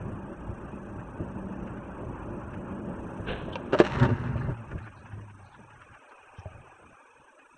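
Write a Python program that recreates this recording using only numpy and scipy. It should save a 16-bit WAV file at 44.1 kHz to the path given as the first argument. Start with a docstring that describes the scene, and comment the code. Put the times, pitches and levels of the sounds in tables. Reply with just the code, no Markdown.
"""Inside a car on a city street, one microphone at the windscreen. Tyres rumble and the engine drones.
At 3.3 s the brake goes down with a whoosh; at 3.7 s the front wing hits the open door of a parked car:
a crack, a bang, then the door edge sticks and slips along the bodywork while the braked wheels hum.
The body shudders, the suspension knocks and loose trim ticks as the car slows to a halt.
Around 6.5 s another car passes the side window, over the steady rush of the ventilation."""
import sys
import numpy as np
from scipy import signal
from scipy.fft import rfft, irfft, next_fast_len
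from scipy.io import wavfile
from scipy.ndimage import uniform_filter1d

SR = 44100
rng = np.random.default_rng(int(sys.argv[2]) if len(sys.argv) > 2 else 0)


def store_pcm(level_fs):
    """Save levels as 16-bit WAV."""
    pcm = np.round(np.clip(level_fs, -1, 1) * 32767).astype(np.int16)
    wavfile.write(sys.argv[1], SR, np.atleast_2d(pcm).T)


N = 334133
TIME = np.arange(N) / SR
DRAG_S, CATCH_S, DRAG_END_S = 3.83, 4.035, 4.51   # the door edge drags, catches hard, comes free


def collision():
    """Door on the front wing: each blow is three quick contacts that ring panels and crush plastic."""
    # t/s, thud/dB, crunch/dB, crunch brightness/Hz, rebound gap/s, loss per rebound/dB
    blows = [(3.7243, -28, -23.5, 1394, .004, 4), (3.7315, -12.5, -14, 1000, .0075, 1),
             (3.7878, -36, -19.5, 8920, .005, 2), (3.8011, -0.5, -9, 2100, .0089, 11),
             (3.84, -29, -33, 4100, .008, 7.5), (3.881, -54, -39.5, 3500, .008, -2.5),
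             (3.970, -34, -32, 2200, .006, 5), (3.997, -34, -23, 4500, .005, 8),
             (4.027, -21.5, -24, 4800, .0055, 2), (4.052, -20.5, -26, 2970, .008, 14),
             (4.091, -22.5, -29, 1490, .011, 2.5), (4.238, -36.5, -34, 1550, .008, 3)]
    # modes of the struck wing and door: f/Hz, level/dB, t60/s
    panels = [(217, -11.5, 0.041), (348.4, -2, 0.057), (443.5, -3.5, 0.046), (600, -20, .04),
              (860, -26.5, 0.048), (1167, -12.5, 0.042), (1566, -13, 0.031), (1637, -17, 0.055)]
    # spectrum of crushed plastic and paint: f/Hz, level/dB
    crunch = [(200, -17), (400, -11), (500, 3), (610, 16), (750, -4), (930, 6), (1080, 2), (1230, 6),
              (1420, 2), (1650, 5), (2100, -10), (2800, -3.5), (4600, -14), (8500, -24), (10500, -45)]
    thuds, showers = [], []
    for s, thud_db, crunch_db, bright_hz, gap, loss_db in blows:
        for k in range(3):
            thuds.append((s + k * gap, thud_db - k * loss_db))
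            showers.append((s + k * gap, crunch_db - k * loss_db, 0.0048, bright_hz))
    bang = strike(*np.transpose(thuds), panels, contact_hz=890)
    return bang + crackle(showers, crunch, grain_db=2, rise_s=0.0005)


def scrape():
    """The door edge sticks and slips along the bodywork, shakes it and makes the sheet metal sing."""
    # spectra of the four friction bands, low to high: f/Hz, level/dB
    shudder_band = [(15, -59.5), (40, 8.5), (75, 14), (100, 14), (122, 18.5), (140, 18), (170, 9),
                    (280, -60.5)]
    groan_band = [(120, -17), (190, 6), (235, 7.5), (290, 0), (345, 1), (420, -0.5), (490, -11), (570, -3),
                  (720, -25.5), (1100, -60.5)]
    grind_band = [(500, -29.5), (800, 5.5), (950, 1.5), (1150, 3.5), (1400, 2), (1680, 2.5), (1900, -1.5),
                  (2300, -19), (3200, -89)]
    grit_band = [(1600, 5), (2400, -1.5), (2800, 2.5), (3300, -9.5), (4100, -8), (4800, -23), (5600, -13.5),
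                 (7000, -22.5), (8800, -27.5), (10000, -52)]
    # sheet-metal modes: f/Hz, level/dB, t60/s
    sheet_modes = [(925, 8, 0.44), (926, -11, 0.39), (1549, -16, 0.4), (1660, -3.5, 0.027),
                   (2077, -0.5, 0.24), (2180, -12, 0.18), (2740, -0.5, 0.13), (2996, -25.5, .12)]
    age = since(DRAG_S)
    build_s, ease_s = 0.071, 0.065   # pressure builds up to the catch, then eases
    press_db = 13.5 * np.exp(-np.maximum(CATCH_S - TIME, 0) / build_s - since(CATCH_S) / ease_s)
    grind_db = press_db - 9 * age
    clump_db = 3.1 * drift(60)   # the edge grips and lets go, so the bright grains come in clumps
    onset = np.minimum(age / 0.15, 1)
    shudder = from_db(-35 + press_db) * onset * slips(shudder_band, per_s=1300, spread_db=1)
    groan = from_db(-41.5 + press_db) * slips(groan_band, per_s=1200, spread_db=-1.5)
    grind = from_db(-45 + grind_db + clump_db) * slips(grind_band, per_s=1900, spread_db=-0.5)
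    singing = from_db(-49 + grind_db) * rms_one(ring(rng.standard_normal(N), sheet_modes))
    grit = from_db(-35 - 48.5 * age + clump_db) * slips(grit_band, per_s=1300, spread_db=5.5)
    return (shudder + groan + grind + singing + grit) * during(DRAG_S, DRAG_END_S, rise=0.11, fall=0.059)


def brake_servo():
    """Air rushes into the servo as the pedal goes down, then dies to a faint leak until the crash."""
    # spectrum of the rushing air: f/Hz, level/dB
    whoosh = [(150, 4.5), (400, -0.5), (530, 8), (600, -8), (700, 4), (900, -10.5), (1400, -10), (1620, 3),
              (1900, -15), (2200, -12.5), (2800, -6.5), (3400, -13), (4100, -21.5), (4900, -59)]
    pressed_s, hold_s, fall_db_per_s, leak_db = 3.288, 0.02, 150, -54.5
    flow = from_db(-31 - fall_db_per_s * since(pressed_s + hold_s)) + from_db(leak_db)
    return flow * during(pressed_s, 3.71, rise=0.028, fall=0.02) * slips(whoosh, per_s=1500, spread_db=0)


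def brake_hum():
    """Hard-braked wheels hum in surges, sinking in pitch and growing purer as they slow."""
    # the brakes bite: t/s, level/dB, half length/s
    bites = [(4.035, -21, 0.021), (4.12, -27, 0.021), (4.24, -29, 0.055), (4.375, -29, 0.089),
             (4.6, -38, .07), (4.85, -43, 0.067), (5.22, -43, 0.19)]
    age = since(DRAG_S)
    hz = (129.2 - 20.5 * age) * (1 + 0.0249 * drift(30))
    phase = 2 * np.pi * np.cumsum(hz) / SR
    octave = from_db(-5 - 6 * age) * np.sin(2 * phase)
    return swells(bites) * from_db(2.5 * drift(25)) * (np.sin(phase) + octave)


def suspension():
    """Under the floor, each knock rings a low thump and a higher clunk."""
    # t/s, thump/dB, clunk/dB
    knocks = [(1.205, -31, -48), (2.034, -36, -30.5), (3.4823, -45.5, -26.5), (4.356, -26, -29),
              (4.486, -23, -30), (4.718, -32, -37), (4.754, -26, -48), (5.132, -29.5, -50),
              (6.385, -31, -56), (6.457, -27, -30), (6.545, -38, -48)]
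    # suspension resonances: f/Hz, level/dB, t60/s
    thump = [(91, -15, 0.24), (104.5, -3, 0.11)]
    clunk = [(420, -9, 0.043), (573, -3, 0.035), (632, -4, 0.14), (1000, -12, 0.017)]
    s, thump_db, clunk_db = np.transpose(knocks)
    return strike(s, thump_db, thump, contact_hz=300) + strike(s, clunk_db, clunk, contact_hz=706)


def fitting():
    """A hard plastic fitting snaps as the car dives."""
    # contacts: t/s, level/dB
    snaps = [(3.5562, -22), (3.5595, -34), (3.5625, -38)]
    # modes of the fitting: f/Hz, level/dB, t60/s
    modes = [(530, -4.5, 0.049), (940, -1.5, 0.031), (1530, -16, 0.039), (2410, -4, 0.011),
             (2670, -7, 0.022), (3140, -36, 0.024), (3870, -40, 0.022), (5750, -13, 0.011)]
    return muffle(strike(*np.transpose(snaps), modes, contact_hz=4340), hz=5870)


def trim():
    """Trim near the microphone ticks; shaken loose by the crash, it rattles until the body is still."""
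    # single ticks: t/s, level/dB
    ticks = [(1.6731, -39.5), (1.7738, -41), (2.5356, -37), (4.2737, -38.5), (4.379, -37), (4.7134, -35),
             (4.781, -38), (4.874, -43), (5.0569, -39), (5.1203, -42), (5.2984, -43.5), (5.543, -41),
             (5.7018, -43), (5.8144, -37.5), (6.116, -41.5), (6.3462, -43.5), (7.39, -42)]
    # spectrum of the loose trim: f/Hz, level/dB
    spectrum = [(300, -12), (550, -3.5), (900, -2.5), (1250, 3.5), (1650, 4.5), (2100, -7.5), (2700, -2.5),
                (3400, -21.5), (4400, -36), (6000, -25.5), (9000, -47)]
    showers = [(s - 0.002, db + 1, 0.008, 9000) for s, db in ticks]
    ticking = crackle(showers, spectrum, grain_db=2, rise_s=0.0044)
    shaking = from_db(-53 - 11.5 * since(CATCH_S)) + from_db(-66.5)
    shaking *= during(CATCH_S, 6.8, rise=0.2, fall=0.44) * from_db(3.2 * drift(45))
    return ticking + shaking * slips(spectrum, per_s=1500, spread_db=0)


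def jingles():
    """Small metal parts chatter briefly on one resonance each."""
    # t/s, level/dB, f/Hz, rise and decay time/s
    parts = [(3.522, -48.5, 3140, 0.012), (4.05, -38, 3300, 0.0031), (4.355, -66, 4100, 0.034),
             (4.82, -67, 4040, .011), (4.955, -66.5, 4100, 0.016), (5.431, -69.5, 4160, 0.023),
             (5.52, -65, 3460, 0.016), (6.085, -75, 4200, 0.0081), (6.359, -60.5, 3200, 0.014),
             (6.369, -68, 5600, 0.016)]
    out = np.zeros(N)
    for s, db, hz, decay in parts:
        age = since(s) / decay
        contacts = rng.standard_normal(N) * from_db(6.5 * drift(120))
        chatter = ring(ring(contacts, [(hz, 0, 0.003)]), [(hz, 0, 0.005)])
        out += from_db(db) * rms_one(chatter) * age * np.exp(1 - np.minimum(age, 50))
    return out


def road():
    """Tyres on asphalt through the body: three bands follow the speed; the low two swell as it heaves."""
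    # t/s, share of cruising speed
    journey = [(0, 0.94), (.9, 0.84), (1.6, 0.92), (3.2, 1.04), (3.8, 0.97), (4.6, 0.51), (5.0, 0.35),
               (5.45, 0.28), (6.1, .05), (7.57, .025)]
    # the body heaves on its springs: t/s, rumble/dB, roar/dB, half length/s
    heaves = [(1.215, -39, -36.5, 0.021), (2.02, -46, -38.5, 0.035), (4.497, -30, -35, 0.022),
              (4.743, -36.5, -43, 0.056), (5.19, -43.5, -49, .05), (5.592, -60, -53, 0.045),
              (5.91, -56.5, -61, 0.032), (6.584, -53.5, -58.5, 0.1), (6.873, -58.5, -56, 0.072),
              (7.2, -64.5, -70.5, 0.017), (7.55, -65.5, -63.5, .035)]
    # spectra of the tyre bands, low to high: f/Hz, level/dB
    rumble_band = [(15, -20.5), (30, 1), (58, 4), (85, 7), (125, 9), (155, 0.5), (200, -4), (320, -60.5)]
    roar_band = [(110, -24.5), (160, -2.5), (195, 2.5), (270, -2.5), (350, -1.5), (480, -10), (590, -5.5),
                 (720, -19), (1100, -68)]
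    rush_band = [(450, -15.5), (700, -2), (860, 5), (1200, 0.5), (1400, -1.5), (1680, -4), (2100, -20),
                 (2700, -13.5), (3400, -31), (4500, -85)]
    doublings = np.log2(in_time(journey))
    s, rumble_db, roar_db, half = np.transpose(heaves)
    rumble = np.hypot(from_db(-42.5 + 6.5 * doublings), swells(zip(s, rumble_db, half)))
    roar = np.hypot(from_db(-40 + 11.5 * doublings), swells(zip(s, roar_db, half)))
    rush = from_db(-47.5 + 4.5 * doublings)
    return (rumble * noise(rumble_band, flutter_db=2.5, rate=14)
            + roar * noise(roar_band, flutter_db=1.5, rate=30)
            + rush * noise(rush_band, flutter_db=1, rate=35))


def engine():
    """Wavering low tones from under the bonnet die away once the foot leaves the throttle."""
    # engine and drive-line tones: f/Hz, level/dB
    drone = [(58, -52.5), (114, -63.5), (193, -50.5)]
    throttle_off_s, fall_db_per_s = 3.4, 21
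    tones = np.zeros(N)
    for hz, db in drone:
        level = from_db(db + 3.8 * drift(4.2))
        wavering_hz = hz * (1 + 0.0253 * drift(4))
        tones += level * np.sin(2 * np.pi * np.cumsum(wavering_hz) / SR)
    return from_db(-fall_db_per_s * since(throttle_off_s)) * tones


def overtaking():
    """Tyre noise of a car one lane away swells as it draws level, then fades."""
    # its spectrum through the side window: f/Hz, level/dB
    tyres = [(300, -25), (550, -4.5), (780, 14), (1100, 3.5), (1600, -3.5), (2100, -9.5), (2900, -9),
             (3700, -33), (5000, -34)]
    nearest_s, half_s = 6.51, 0.5
    nearness = 1 / (1 + ((TIME - nearest_s) / half_s) ** 2)
    return from_db(-58) * nearness * noise(tyres, flutter_db=1.5, rate=31)


def ventilation():
    """Air rushes from the vents, its level shifting slowly."""
    # airflow: t/s, level/dB
    air = [(0, -54.5), (4.5, -53.5), (5.3, -56), (6.2, -51.5), (7.57, -53.5)]
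    # spectrum of the fan: f/Hz, level/dB
    fan = [(30, -5), (130, -25.5), (200, -17.5), (250, 4.5), (340, 2), (440, 4), (600, 6), (730, -4),
           (900, 6), (1650, 3.5), (2050, -14), (2500, 3), (2850, -9), (3400, -20), (4200, -51)]
    return from_db(in_time(air)) * colour(rng.standard_normal(N), fan)


def hiss():
    """Faint microphone hiss pulses quickly, less deeply after the crash."""
    # spectrum of the hiss: f/Hz, level/dB
    spectrum = [(3500, 0), (4800, -21), (5500, -1.5), (6200, 4), (6900, -6), (7600, -3.5), (8300, 5.5),
                (9300, -3), (10200, -35.5), (11100, -1.5), (11800, -32), (13000, -16.5)]
    # one brief swell: t/s, level/dB, half length/s
    swell = [(3.15, -70, 0.28)]
    pulse_hz = 28.5
    depth = np.interp(TIME, [DRAG_S, DRAG_END_S], [0.23, 0.1])
    pulsing = 1 + depth * np.tanh(3 * np.cos(2 * np.pi * pulse_hz * (TIME - 0.02)))
    return np.hypot(from_db(-68), swells(swell)) * colour(rng.standard_normal(N), spectrum) * pulsing


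def cabin(x, t60, wet_db):
    """Glass and dashboard close to the microphone return a short, dull tail."""
    age = TIME[:SR // 4]
    tail = lowpass(rng.standard_normal(len(age)), 3000) * from_db(-60 * age / t60) * (age > 0.004)
    return x + from_db(wet_db) * signal.fftconvolve(x, tail / np.linalg.norm(tail))[:N]


def muffle(x, hz):
    """Steep low-pass that dulls the top of the knocks, snaps and scrape."""
    return signal.sosfilt(signal.butter(8, hz, fs=SR, output="sos"), x)


def strike(times, levels_db, modes, contact_hz):
    """Soft contacts set the modes ringing."""
    clicks = np.full(N, 1e-18)
    clicks[np.round(times * SR).astype(int)] = from_db(levels_db)
    return ring(lowpass(lowpass(clicks, contact_hz), contact_hz), modes)


def ring(x, modes):
    """Damped resonances (f/Hz, level/dB, t60/s); a unit click starts each at its own level."""
    out = 0
    for hz, db, t60 in modes:
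        radius, angle = from_db(-60 / (t60 * SR)), 2 * np.pi * hz / SR
        feedback = [1, -2 * radius * np.cos(angle), radius ** 2]
        out = out + from_db(db) * signal.lfilter([0.5, 0, -0.5], feedback, x + 1e-18)
    return out


def crackle(rows, spectrum, grain_db, rise_s):
    """Each row (t/s, level/dB, decay/s, brightness/Hz) is a quickly dying shower of tiny contacts."""
    out, age = np.zeros(N + SR), TIME[:SR // 10]
    size = len(age)
    for s, db, decay, bright_hz in rows:
        grains = rng.standard_normal(size)
        grains *= from_db(grain_db * np.repeat(rng.standard_normal(size), SR // 2000)[:size])
        fade = np.exp(-age / decay) * (1 - np.exp(-age / rise_s))
        shower = rms_one(grains * fade) * np.sqrt(np.mean(fade ** 2))
        at = round(s * SR)
        out[at:at + size] += from_db(db) * lowpass(shower, bright_hz)
    return colour(out[:N], spectrum)


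def slips(spectrum, per_s, spread_db):
    """Dense random clicks, as of stick-slip, their sizes scattered by spread_db; rms 1."""
    sizes = from_db(spread_db * np.minimum(rng.exponential(1, N), 3)) * rng.choice([-1, 1], N)
    return rms_one(colour(sizes * (rng.random(N) < per_s / SR), spectrum))


def noise(spectrum, flutter_db, rate):
    """Coloured noise whose level flutters; rms 1."""
    return rms_one(colour(rng.standard_normal(N), spectrum) * from_db(flutter_db * drift(rate)))


def colour(x, spectrum):
    """Causal (minimum-phase) filter with the given spectrum; white noise keeps its power."""
    size = 2 * next_fast_len(N // 2 + SR // 10)
    hz, db = np.transpose(spectrum)
    bin_hz = np.arange(size // 2 + 1) * SR / size
    gain = rms_one(from_db(np.interp(np.log(bin_hz + 1), np.log(hz), db)))
    cepstrum = irfft(np.log(gain))
    cepstrum[1:size // 2] *= 2
    cepstrum[size // 2 + 1:] = 0
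    return irfft(rfft(x, size) * np.exp(rfft(cepstrum)))[:N]


def lowpass(x, hz):
    """One-pole softening."""
    pole = np.exp(-2 * np.pi * hz / SR)
    return signal.lfilter([1 - pole], [1, -pole], x)


def drift(rate):
    """Random wander through `rate` points a second; rms 1."""
    knots = rng.standard_normal(2000)
    return rms_one(np.interp(TIME * rate, np.arange(len(knots)), knots))


def swells(rows):
    """Gain with one bell-shaped swell per row (t/s, level/dB, half length/s)."""
    return sum(from_db(db) * np.exp(-np.minimum(((TIME - s) / half) ** 2, 50)) for s, db, half in rows)


def during(start, end, rise, fall):
    """Open from start to end, fading in before and out after; all in seconds."""
    return np.interp(TIME, [start - rise, start, end, end + fall], [0, 1, 1, 0])


def since(s):
    """Seconds gone by since a moment; zero before it."""
    return np.maximum(TIME - s, 0)


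def in_time(rows):
    """Rows (t/s, value) joined by straight lines."""
    return np.interp(TIME, *np.transpose(rows))


def from_db(db):
    """Decibels to gain."""
    return 10 ** (np.asarray(db) / 20)


def rms_one(x):
    """Scale to unit power."""
    return x / np.sqrt(np.mean(x ** 2) + 1e-20)


def suppressor(x, strength, depth_db):
    """Spectral subtraction: cells near the quietest steady level of their frequency are turned down."""
    _, _, cells = signal.stft(x, nperseg=1024, noverlap=768)
    power = np.abs(cells) ** 2 + 1e-24
    steady = uniform_filter1d(uniform_filter1d(power, size=90, axis=-1), size=5, axis=-2)
    floor = steady.min(axis=-1, keepdims=True)
    local = uniform_filter1d(uniform_filter1d(power, size=3, axis=-1), size=3, axis=-2)
    gain = np.maximum(1 - strength * floor / np.maximum(local, 1e-24), from_db(depth_db))
    return signal.istft(cells * gain, nperseg=1024, noverlap=768)[1][:, :N]


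def scene():
    """All sources as they reach the microphone at the windscreen, in mono."""
    background = ventilation() + hiss()
    impacts = cabin(collision() + suspension() + fitting() + trim() + jingles(), t60=0.058, wet_db=-15.5)
    driving = road() + overtaking() + engine() + brake_servo() + brake_hum()
    return (muffle(impacts + scrape(), hz=9400) + driving + background)[None]


def record(dry):
    """The recorder rounds the peaks, suppresses steady noise and cuts the top."""
    rounded = 1.198 * np.tanh(dry / 1.216)
    quietened = suppressor(rounded, strength=0.65, depth_db=-12)
    return signal.sosfilt(signal.cheby2(12, 70, 12700, fs=SR, output="sos"), quietened)


dry = scene()
out = record(dry)
store_pcm(out)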